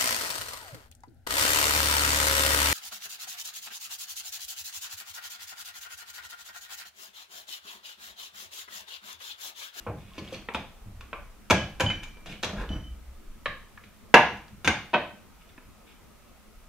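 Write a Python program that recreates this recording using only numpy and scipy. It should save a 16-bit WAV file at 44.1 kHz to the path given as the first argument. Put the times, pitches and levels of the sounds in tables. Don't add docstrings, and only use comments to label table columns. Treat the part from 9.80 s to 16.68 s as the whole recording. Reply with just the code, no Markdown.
import sys
import numpy as np
from scipy import signal
from scipy.fft import rfft, irfft
from scipy.io import wavfile
from scipy.ndimage import uniform_filter1d

SR = 44100
rng = np.random.default_rng(int(sys.argv[2]) if len(sys.argv) > 2 else 0)


def volts(x):
    e = np.asarray(x, float) / 20
    return 10 ** e


def generate_wav(sig):
    pcm = np.round(np.clip(np.atleast_2d(sig).T, -1, 1) * 32767).astype(np.int16)
    wavfile.write(sys.argv[1], SR, pcm)


N = 303496


def evened(x):
    return x / np.sqrt(np.mean(x ** 2) + 1e-20)


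def read(points, hz):
    f, value = np.transpose(points)
    return np.interp(np.log(hz + 1), np.log(f + 1), value)


def add(mix, start_s, sound):
    part = mix[round(start_s * SR):][:len(sound)]
    part += sound[:len(part)]


def causal(gain_db):
    logs = np.log(volts(np.maximum(gain_db, -100)))
    circle = np.concatenate([logs, logs[-2:0:-1]])
    return np.fft.ifft(np.exp(np.conj(signal.hilbert(circle)))).real[:len(logs)]


def peaks_db(peaks, hz, valley_db):
    power = sum(volts(2 * db) / (1 + (2 * (hz - f) / width) ** 2) for f, width, db in peaks)
    return 10 * np.log10(power + volts(2 * valley_db))


def pair(colour_db, same, size, patchy_db):
    frames, hz = 4 * N // size + 5, np.fft.rfftfreq(size, 1 / SR)
    a, b, c, d, patches = rng.standard_normal((frames, len(hz), 5)).T
    patches = uniform_filter1d(patches, size=9, axis=0)
    patches = evened(uniform_filter1d(patches, size=9, axis=1))
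    like = np.clip(read(same, hz), 0, 1)[:, None]
    left = a + 1j * b
    right = like * left + np.sqrt(1 - like ** 2) * (c + 1j * d)
    patches /= 1 + (hz[:, None] / 1500) ** 2
    z = np.array([left, right]) * volts(colour_db(hz)[:, None] + patchy_db * patches)
    return evened(signal.istft(z, nperseg=size, noverlap=3 * size // 4)[1][:, :N])


def strokes(rows, rise_s, fall_db_per_s):
    t, power = np.arange(N) / SR, np.zeros(N)
    for start_s, db, *hold_s in rows:
        after = np.maximum(t - start_s - rise_s - sum(hold_s), 0)
        rise = np.clip((t - start_s) / rise_s, 0, 1)
        power += (rise * volts(db - fall_db_per_s * after)) ** 2
    return np.sqrt(power)


def rings(table, modes, rise_s):
    out, t = np.zeros(N), np.arange(SR) / SR
    for start_s, db, *tilt_db in table:
        sound = 0
        for hz, level_db, t60_s in modes:
            mode_db = level_db + sum(tilt_db) * np.log2(hz / 3000)
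            sound = sound + volts(mode_db - 60 * t / t60_s) * np.sin(2 * np.pi * hz * t)
        add(out, start_s, volts(db) * sound * (1 - np.exp(-t / rise_s)) / abs(sound).max())
    return out


# pitch_hz, width_hz, level_db
MEAT_DROP = [(192, 24, -15), (460, 24, 3), (850, 53, -2), (1060, 46, -0.5), (1554, 25, -5),
             (2520, 110, -41)]
JOINT = [(339, 48, 19), (566, 54, 9), (1085, 70, 7.5), (2370, 210, 1), (3260, 300, 0), (4370, 330, 0.5),
         (6020, 170, -3)]
BONE = [(197, 18, 19), (910, 32, -4), (1420, 35, -27), (2400, 170, -13), (3300, 160, -10), (3550, 140, -6)]
BOARD_TAP = [(555, 120, -2), (1100, 70, 5), (1440, 150, -5), (2400, 200, -4), (3200, 400, -10)]
BOARD = [(182, 110, 8), (720, 230, -6), (1660, 45, -3.5), (2302, 46, -1.5), (3380, 110, -8.5),
         (5600, 35, -25), (6276, 540, -15), (7700, 34, -35)]
BOARD_AGAIN = [(502, 80, 1), (935, 170, -0.5), (1646, 180, 1.5), (2380, 110, 4.5), (3050, 200, -1),
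               (4260, 49, -26), (4800, 33, -36), (6670, 220, -14.5)]
BOARD_THROUGH = [(640, 98, -2.5), (1720, 97, -4), (3330, 170, -7), (3970, 267, -10), (5700, 81, -19.5),
                 (6300, 160, -17.5)]
BLADE_TAP = [(526, 51, 19), (1135, 51, 10.5), (1706, 120, 4.5), (2260, 46, -11), (2460, 44, -6),
             (3030, 160, -21.5), (3140, 96, -6), (3900, 200, -4)]
FINGER_TICK = [(1204, 170, 1), (1660, 200, 1), (2250, 300, -2.5)]
COUNTER = [(560, 150, -3), (740, 90, -3), (912, 80, 1), (1650, 200, -5), (2100, 200, -11), (2750, 400, -11),
           (3770, 100, -21), (5920, 60, -24), (6600, 400, -22)]
COUNTER_BOUNCE = [(1559, 98, -1.5), (2104, 36, -4), (2310, 90, -3.5), (2910, 140, -6), (3584, 34, -9),
                  (4700, 67, -21.5), (6220, 100, -18), (6610, 150, -17.5), (8650, 96, -24.5)]
HANDLE = [(310, 51, -2), (613, 76, 1.5), (695, 65, -9.5), (983, 52, 0), (1526, 33, -2.5), (1836, 52, -5.5),
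          (2554, 88, -0.5), (3100, 120, -2.5), (3690, 240, -9.5), (4100, 530, -16.5)]
STRUCK = [MEAT_DROP, JOINT, BONE, BOARD_TAP, BOARD, BOARD_AGAIN, BOARD_THROUGH, BLADE_TAP, FINGER_TICK,
          COUNTER, COUNTER_BOUNCE, HANDLE]
STRUCK_FROM = [0, .3, .66, 1.1, 1.6, 1.9, 2.4, 3.5, 3.9, 4.3, 4.8, 5.1]
BANDS_HZ = [80, 300, 1300, 4000, 14000]


def blows(table, broad, valley_db):
    hz, t, paths = np.fft.rfftfreq(8192, 1 / SR), np.arange(2048) / SR, np.zeros((3, N))
    draws = rng.standard_normal((len(table), 2, len(t)))
    band = np.digitize(hz, BANDS_HZ)
    middles = np.sqrt(np.multiply(BANDS_HZ[1:], BANDS_HZ[:-1]))
    for k, (start_s, db, snap_db, edge_db, contact_s) in enumerate(table):
        modes = STRUCK[np.searchsorted(STRUCK_FROM, start_s) - 1]
        body = [(f, max(width, 55), top) for f, width, top in modes]
        flurry = draws[k, 0] * (abs(draws[k, 1]) > 1.5) * np.exp(-t / np.clip(contact_s, .0025, .04))
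        flurry[0] = 0.94
        flurry_power = abs(rfft(flurry, n=8192)) ** 2
        colour_db = peaks_db(body, hz, read(broad, hz) + valley_db)
        colour_db -= 10 * np.log10(1 + (110 / (hz + 1)) ** 6)
        colour_db -= 0.69 * 10 * np.log10(uniform_filter1d(flurry_power, size=25))
        found_db = 10 * np.log10(np.bincount(band, flurry_power * volts(2 * colour_db))[1:5])
        thud_db = -15 + 0.2 * db
        wanted_db = db + np.array([thud_db, 0, snap_db + 2.5, edge_db + 4.5]) + 16.5
        colour_db += read(np.transpose([middles, wanted_db - found_db]), hz) + 10 * np.log10(len(hz))
        add(paths[k % 3], start_s, signal.fftconvolve(flurry, causal(colour_db)))
    return paths


# start_s, peak_db, snap_db, edge_db, contact_s
CHOPS = [(0.065, -20, -18.5, -58, 0.022), (0.381, -28, -12, -18, 0.008), (0.429, -41, -23, -34, 0.0075),
         (0.523, -29, -27, -13, 0.017), (0.544, -45.5, 8, 0, 0.005), (0.687, -26, -4, -48, 0.0022),
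         (0.747, -20, -5.5, -24.5, 0.005), (1.209, -46.5, 5.5, -9.5, 0.0021),
         (1.33, -27.5, -3, -43, 0.0038), (1.7067, -7.5, -14.5, -21.5, 0.0022),
         (1.9985, -22.5, -1, -14.5, 0.0075), (2.0055, -13.5, -9, -16, 0.0046),
         (2.101, -31.5, 6.5, -15, 0.01), (2.233, -44.5, 6, -0.5, 0.0059), (2.37, -46.5, -6, -29, 0.0038),
         (2.459, -35, -16, -14.5, 0.0079), (2.633, -22, -2, -13, 0.0076), (2.644, -30.5, -3, -1, 0.0037),
         (2.732, -28, -24, -27, 0.004), (2.904, -32.5, -17, -52, 0.007)]
# start_s, peak_db, snap_db, edge_db, contact_s
BITES = [
    (0.738, -50, 5, -1, 0.0023),
    (1.7, -17, -2, -13, 0.0091),
    (1.7091, -12.5, 0, -15.5, 0.0022),
    (1.7134, -20, -32, -9, 0.005),
    (2.629, -33, -6, 0.5, 0.0021),
    (2.892, -40, -11, -19, .002),
]
# pitch_hz, density_db
BLOW_COLOUR = [(59, -50), (100, 4), (201, -1), (281, -6), (655, -6), (1620, -13), (2010, -16), (2430, -9),
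               (4290, -21), (6410, -25.5), (9500, -42.5), (15600, -45)]


def chops():
    return blows(CHOPS + BITES, BLOW_COLOUR, 0)


# start_s, peak_db, snap_db, edge_db, contact_s
KNOCKS = [
    (3.658, -28.5, 11, -22, 0.0046),
    (3.976, -46, 0, -29.5, 0.0023),
    (4.341, 0.5, -2, -28, 0.0036),
    (4.682, -55, 0, -10, 0.0051),
    (4.846, -24, -1, -9, 0.014),
    (4.8755, -13, -0.5, -13, 0.0039),
    (5.138, -10, -4.5, -37.5, 0.0097),
    (5.778, -45.5, -2.5, -46, 0.0041),
]
# start_s, peak_db, snap_db, edge_db, contact_s
BOUNCES = [
    (4.347, -17.5, 1, -28.5, 0.0022),
    (4.572, -70, 1.5, 11.5, 0.0011),
    (5.133, -19, -14.5, -33.5, 0.0056),
]
# pitch_hz, density_db
KNOCK_COLOUR = [(59, -43.5), (100, -20.5), (181, -0.5), (412, -8.5), (899, -7), (1400, -11.5), (2810, -13),
                (4200, -22.5), (6680, -25.5), (7120, -45), (15600, -61.5)]


def knocks():
    return blows(KNOCKS + BOUNCES, KNOCK_COLOUR, -1.3)


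# pitch_hz, level_db, t60_s
BLADE = [(5911, -7, .5), (5935, -13, .3), (6562, -9, .3), (7494, -12, .25), (8904, -10, .22),
         (9345, -15, .22), (11870, -16, .15), (13430, -4, .17)]
# start_s, peak_db
BLADE_HITS = [
    (4.341, -32.5),
    (4.846, -40.5),
    (4.875, -47),
    (5.139, -61),
]


def blade():
    return rings(BLADE_HITS, BLADE, 0.00078)


# start_s, level_db, hold_s
SLIDES = [
    (0.0, -52.5, 0.005),
    (.337, -53.5, .035),
    (.376, -44.5, 0.002),
    (.44, -51, 0.091),
    (.528, -45.5, 0.022),
    (2.457, -47, 0.063),
]
# pitch_hz, density_db
DRAG_COLOUR = [(180, -43), (300, -6.5), (571, -8), (692, -1), (840, -14), (1880, -10), (2390, -8),
               (3090, -9.5), (4840, -20), (6470, -21.5), (14000, -40)]
# start_s, level_db, hold_s
GRAIN_DRAGS = [
    (2.65, -43.5, 0.048),
    (2.72, -51.5, .03),
    (2.765, -41, 0.062),
    (2.9, -48, 0.058),
]
# pitch_hz, density_db
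GRAIN_COLOUR = [(120, -21), (200, -16), (312, -21), (400, -4), (504, -6), (719, -11.5), (1180, -9.5),
                (1320, -13), (1660, -11.5), (2130, -17.5), (3690, -23), (4180, -29), (14000, -46)]
# pitch_hz, width_hz, level_db
GRISTLE = [(1620, 64, -4), (2190, 26, -2), (2430, 50, 0), (3000, 48, -1), (3360, 34, -3), (3680, 56, -5)]
# start_s, level_db, hold_s
SQUEAKS = [
    (.17, -66, .14),
    (2.459, -48.5, 0.0069),
    (2.49, -51, 0.037),
    (2.226, -50.5, .002),
    (4.037, -58.5, 0.0036),
    (5.6, -66.5, 0.021),
    (5.684, -63.5, .006),
    (6.066, -63, .045),
]


def drags():
    slip_db = 4.2 * np.minimum(rng.exponential(1, N), 3)
    slips = rng.standard_normal(N) * volts(slip_db) * (rng.random(N) < 4000 / SR)
    hz, out = np.fft.rfftfreq(4096, 1 / SR), np.zeros(N)
    for rows, colour in [(SLIDES, DRAG_COLOUR), (GRAIN_DRAGS, GRAIN_COLOUR)]:
        sound = evened(signal.oaconvolve(slips, causal(read(colour, hz)))[:N])
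        out += sound * strokes(rows, rise_s=0.0038, fall_db_per_s=304)
    valley_db = read([(500, -40), (1800, -12), (4000, -14), (9000, -30)], hz)
    squeak_db = peaks_db([(f, 3 * width, db) for f, width, db in GRISTLE], hz, valley_db)
    squeak = evened(signal.oaconvolve(slips[::-1], causal(squeak_db))[:N])
    return out * volts(-4.5) + squeak * strokes(SQUEAKS, rise_s=.0015, fall_db_per_s=500)


# start_s, peak_db, pitch_hz, t60_s
TICKS = [(0.7493, -28.5, 2440, .05), (.7485, -31, 884, 0.072), (0.6873, -28, 1850, 0.018),
         (.687, -38, 3150, 0.014), (.692, -37, 2500, .02), (.7475, -27, 3300, 0.017),
         (5.779, -47, 250, .04), (.842, -43, 850, .06), (.315, -51, 1080, 0.11), (0.387, -36.5, 3130, .015),
         (.39, -44, 4550, .02), (0.448, -42, 3300, .012), (.477, -38, 3230, .02), (.528, -39.5, 3250, .03),
         (.54, -41.5, 2350, 0.044), (.524, -32.5, 527, 0.12), (.624, -50, 1500, .008),
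         (2.063, -28, 3360, 0.013), (2.104, -31, 2120, 0.047), (2.731, -30, 195, 0.098),
         (2.7656, -44, 1620, .015), (2.7843, -36, 1610, 0.049), (2.81, -34, 1630, 0.027),
         (2.838, -34, 1660, 0.023), (2.903, -27.5, 226, 0.025), (3.974, -45.5, 1176, .03),
         (3.977, -42, 1700, 0.049), (5.779, -44, 1720, 0.031), (5.778, -46, 2300, 0.016)]
# start_s, peak_db, pitch_hz, t60_s
SNAPS = [(.309, -52, 3200, .006), (.336, -41, 3300, .004), (.488, -34, 3600, .002),
         (2.891, -36, 3450, .008), (3.976, -47, 2900, .004), (4.038, -40, 2200, .002),
         (4.046, -49, 2100, .004), (5.621, -50, 2600, .008), (4.682, -44, 4200, .002),
         (4.572, -50, 13500, .002)]
# start_s, peak_db, pitch_hz, t60_s
WOOD_NOTES = [(.384, -32, 336, 0.1), (1.332, -44, 1083, 0.36), (1.332, -45, 1177, .35),
              (1.331, -38, 2400, 0.054), (1.331, -38.5, 567, 0.1), (3.659, -28, 575, .06),
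              (3.659, -29, 1765, 0.076), (3.66, -39, 1195, 0.35), (3.66, -43.5, 1074, 0.44),
              (3.66, -48, 1695, .45), (4.341, -12, 1660, 0.065), (4.342, -18, 916, 0.36),
              (4.343, -20, 858, 0.3), (4.344, -21.5, 1188, .3), (4.342, -17, 735, .25),
              (4.342, -17, 602, 0.27), (4.345, -29, 1660, .3), (4.846, -30, 1580, 0.054),
              (4.85, -37, 3470, .15), (4.8755, -13, 2530, .025), (4.878, -26, 1526, .15),
              (4.88, -25, 732, 0.069), (5.139, -23.5, 942, .25), (5.139, -31, 1184, .25),
              (1.7098, -16, 995, 0.067), (1.713, -23, 873, 0.16), (1.708, -20, 660, 0.18)]
# start_s, peak_db, pitch_hz, t60_s
GLASS_NOTES = [(2.062, -33, 3009, .12), (2.09, -27, 3009, .26), (2.064, -25, 3042, .33),
               (2.06, -50, 4692, .3), (2.12, -55, 4692, .3), (2.095, -56, 5809, .9), (2.07, -52, 6831, .25),
               (2.891, -44, 3009, .15), (2.917, -41, 3009, .3), (2.891, -48, 3042, .12),
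               (2.93, -44, 3042, .2), (2.99, -50, 3042, .3), (3.04, -52, 3042, .3), (3.068, -52, 3042, .26)]


def ticks():
    out, t = np.zeros(N), np.arange(SR // 2) / SR
    for start_s, db, hz, t60_s in TICKS + SNAPS + WOOD_NOTES + GLASS_NOTES:
        swell = np.minimum(t * hz, 1)
        ring = volts(-60 * t / max(t60_s, .002)) * np.sin(2 * np.pi * hz * t) * swell
        add(out, start_s, volts(db) * ring / abs(ring).max())
    return out


# pitch_hz, level_db, t60_s
CROCKERY = [(3009, 0, .32), (3042, -1, .3), (4692, -27, .3), (5809, -28, .6), (6831, -33, .2)]
# start_s, peak_db, brightness_db an octave
CLINKS = [
    (1.78, -30, 2),
]
# pitch_hz, level_db, t60_s
CUP = [(4689, -6, .45), (5809, 0, .55), (5780, -9, .3), (6831, -6, .25), (2336, -8, 1.2)]
# start_s, peak_db
CUP_TOUCHES = [
    (2.8925, -53),
    (2.9125, -50),
]
# pitch_hz, level_db, t60_s
BOWL = [(1510, -5, 0.22), (2085, 5, 0.17), (2342, -8, 1.5), (3741, -5, .25)]
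# start_s, peak_db
BOWL_CLINKS = [
    (1.72, -52),
    (2.10, -31.5),
]


def crockery():
    plates = rings(CLINKS, CROCKERY, 0.0055)
    return plates + rings(CUP_TOUCHES, CUP, 0.0026) + rings(BOWL_CLINKS, BOWL, 0.0022)


# pitch_hz, width_hz, level_db
TABLE = [(77.05, 9.6, -2), (104, 25, -3), (145.4, 28, -3.5), (199.6, 35, -2), (304, 78, -6.5)]
# start_s, level_db
PUSHES = [(.07, -33), (.38, -39.5), (.51, -43), (.73, -38.5), (1.03, -46.5), (1.7, -22), (2.01, -24.5),
          (2.46, -41), (2.63, -37.5), (2.73, -34), (2.89, -30), (2.94, -57), (3.06, -62), (3.17, -73),
          (3.65, -44), (4.02, -52), (4.335, -29.5), (4.5, -42), (4.69, -47), (4.845, -30), (5.12, -42),
          (5.19, -45)]
# pitch_hz, level_db, t60_s
TABLE_MODES = [(74, -12, 0.2), (102.8, 20, 0.41), (138, -7, 0.18), (200, -56, 0.14)]
# start_s, peak_db
THUMPS = [
    (0.071, -23),
    (0.744, -50),
    (1.055, -27.5),
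    (1.154, -33.5),
    (1.702, -22),
    (2.033, -13),
    (2.088, -20),
    (2.73, -42),
    (2.9, -29),
    (2.945, -23),
]
# pitch_hz, density_db
ROCKING_COLOUR = [(8, -19.5), (18, -3), (30, -0.5), (45, -7.5), (65, -5.5), (100, -68.5)]
# start_s, level_db, hold_s
LEANS = [
    (.95, -51.5, 0.38),
    (1.68, -38.5, 0.12),
    (1.97, -45.5, 0.41),
    (2.72, -38, 0.15),
    (3.05, -44.5, 0.16),
    (3.63, -55.5, 0.085),
]


def rocking():
    same = [(20, 1.0), (400, 0.995)]  # pitch_hz, left-right likeness
    boom = pair(lambda hz: 2 * peaks_db(TABLE, hz, -66.0), same, size=4096, patchy_db=1.5)
    boom *= volts(-2.0) * strokes(PUSHES, rise_s=.04, fall_db_per_s=129)
    thump = volts(-10.5) * rings(THUMPS, TABLE_MODES, 0.0041)
    sway = pair(lambda hz: read(ROCKING_COLOUR, hz), same, size=8192, patchy_db=6.5)
    sway *= volts(-59.5) + strokes(LEANS, rise_s=0.06, fall_db_per_s=54)
    return boom + thump + sway


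# pitch_hz, t60_s
KITCHEN = [(100, 0.41), (260, 0.39), (700, 0.4), (1840, 0.42), (4850, 0.46), (8000, 0.3), (14000, 0.17)]
# pitch_hz, left-right likeness
KITCHEN_SAME = [(60, .995), (150, .997), (380, 0.98), (950, 0.9), (2380, 0.55), (4500, 0), (8000, .35),
                (15000, .2)]


def kitchen(paths, wet_db, gap_s):
    count = SR // 40
    taps, t = np.zeros((len(paths), 2, 20 * count)), np.arange(20 * count) / SR
    at = 20 * np.arange(count) + rng.integers(0, 20, (len(paths), 2, count))
    np.put_along_axis(taps, at, rng.choice([-1., 1.], at.shape), 2)
    taps *= 1 - np.exp(-(t / gap_s) ** 2)
    taps *= 1 + 1.88 * np.exp(-t / 0.0046)
    hz, frame_s, z = signal.stft(taps, SR, nperseg=512)
    like = np.clip(read(KITCHEN_SAME, hz), 0, 1)[:, None]
    z[:, 1] = like * z[:, 0] + np.sqrt(1 - like ** 2) * z[:, 1]
    decay = volts(-60 * frame_s / read(KITCHEN, hz)[:, None])
    tails = signal.istft(z * decay, SR, nperseg=512)[1]
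    tails /= np.linalg.norm(tails, axis=2, keepdims=True)
    return volts(wet_db) * signal.fftconvolve(paths[:, None], tails, axes=2).sum(0)[:, :N]


# pitch_hz, density_db
HUM = [(24, -33.5), (40, -2.5), (129, -15), (218, -19), (342, -18.5), (397, -18.5), (592, -22), (861, -24),
       (1000, -24), (1280, -24), (1820, -27.5), (2060, -26.5), (4360, -33), (5730, -33.5), (15600, -36.5)]
# pitch_hz, width_hz, level_db
HUM_BANDS = [(217, 20, 5), (867, 32, -11.5), (1260, 30, -0.5), (5808, 33, -3)]
# pitch_hz, left-right likeness
HUM_SAME = [(60, 0.47), (150, 0.35), (380, 0.23), (950, 0.73), (2380, 0.37), (4400, 0.0092), (15000, 0.01)]


def hum():
    def colour_db(hz):
        return read(HUM, hz) + peaks_db(HUM_BANDS, hz, -6.5)
    return volts(-53.5) * pair(colour_db, HUM_SAME, size=2048, patchy_db=2.5)


def scene():
    paths = chops() + knocks()
    paths[1] += drags() + blade()
    clinks, small = crockery(), ticks()
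    direct = paths.sum(0) + clinks + small
    lag_s = .000026
    turn = np.exp(-1j * 2 * np.pi * np.fft.rfftfreq(N, 1 / SR) * lag_s)
    late = irfft(rfft(direct) * turn, N)
    paths[2] += 0.16 * small
    paths[0] += .14 * clinks
    return np.array([late, direct]) + kitchen(paths, wet_db=2.5, gap_s=0.00037) + rocking() + hum()


def top_cut(x):
    return signal.sosfilt(signal.butter(12, 15700, fs=SR, output="sos"), x)


def record(dry):
    over = np.maximum(abs(dry) - .6, 0)
    held = np.sign(dry) * (abs(dry) - over + .38 * np.tanh(over / .38))
    held = signal.oaconvolve(held, signal.firwin(301, 15750, fs=SR)[None], "same")
    return top_cut(held)


dry = scene()
out = record(dry)
generate_wav(out)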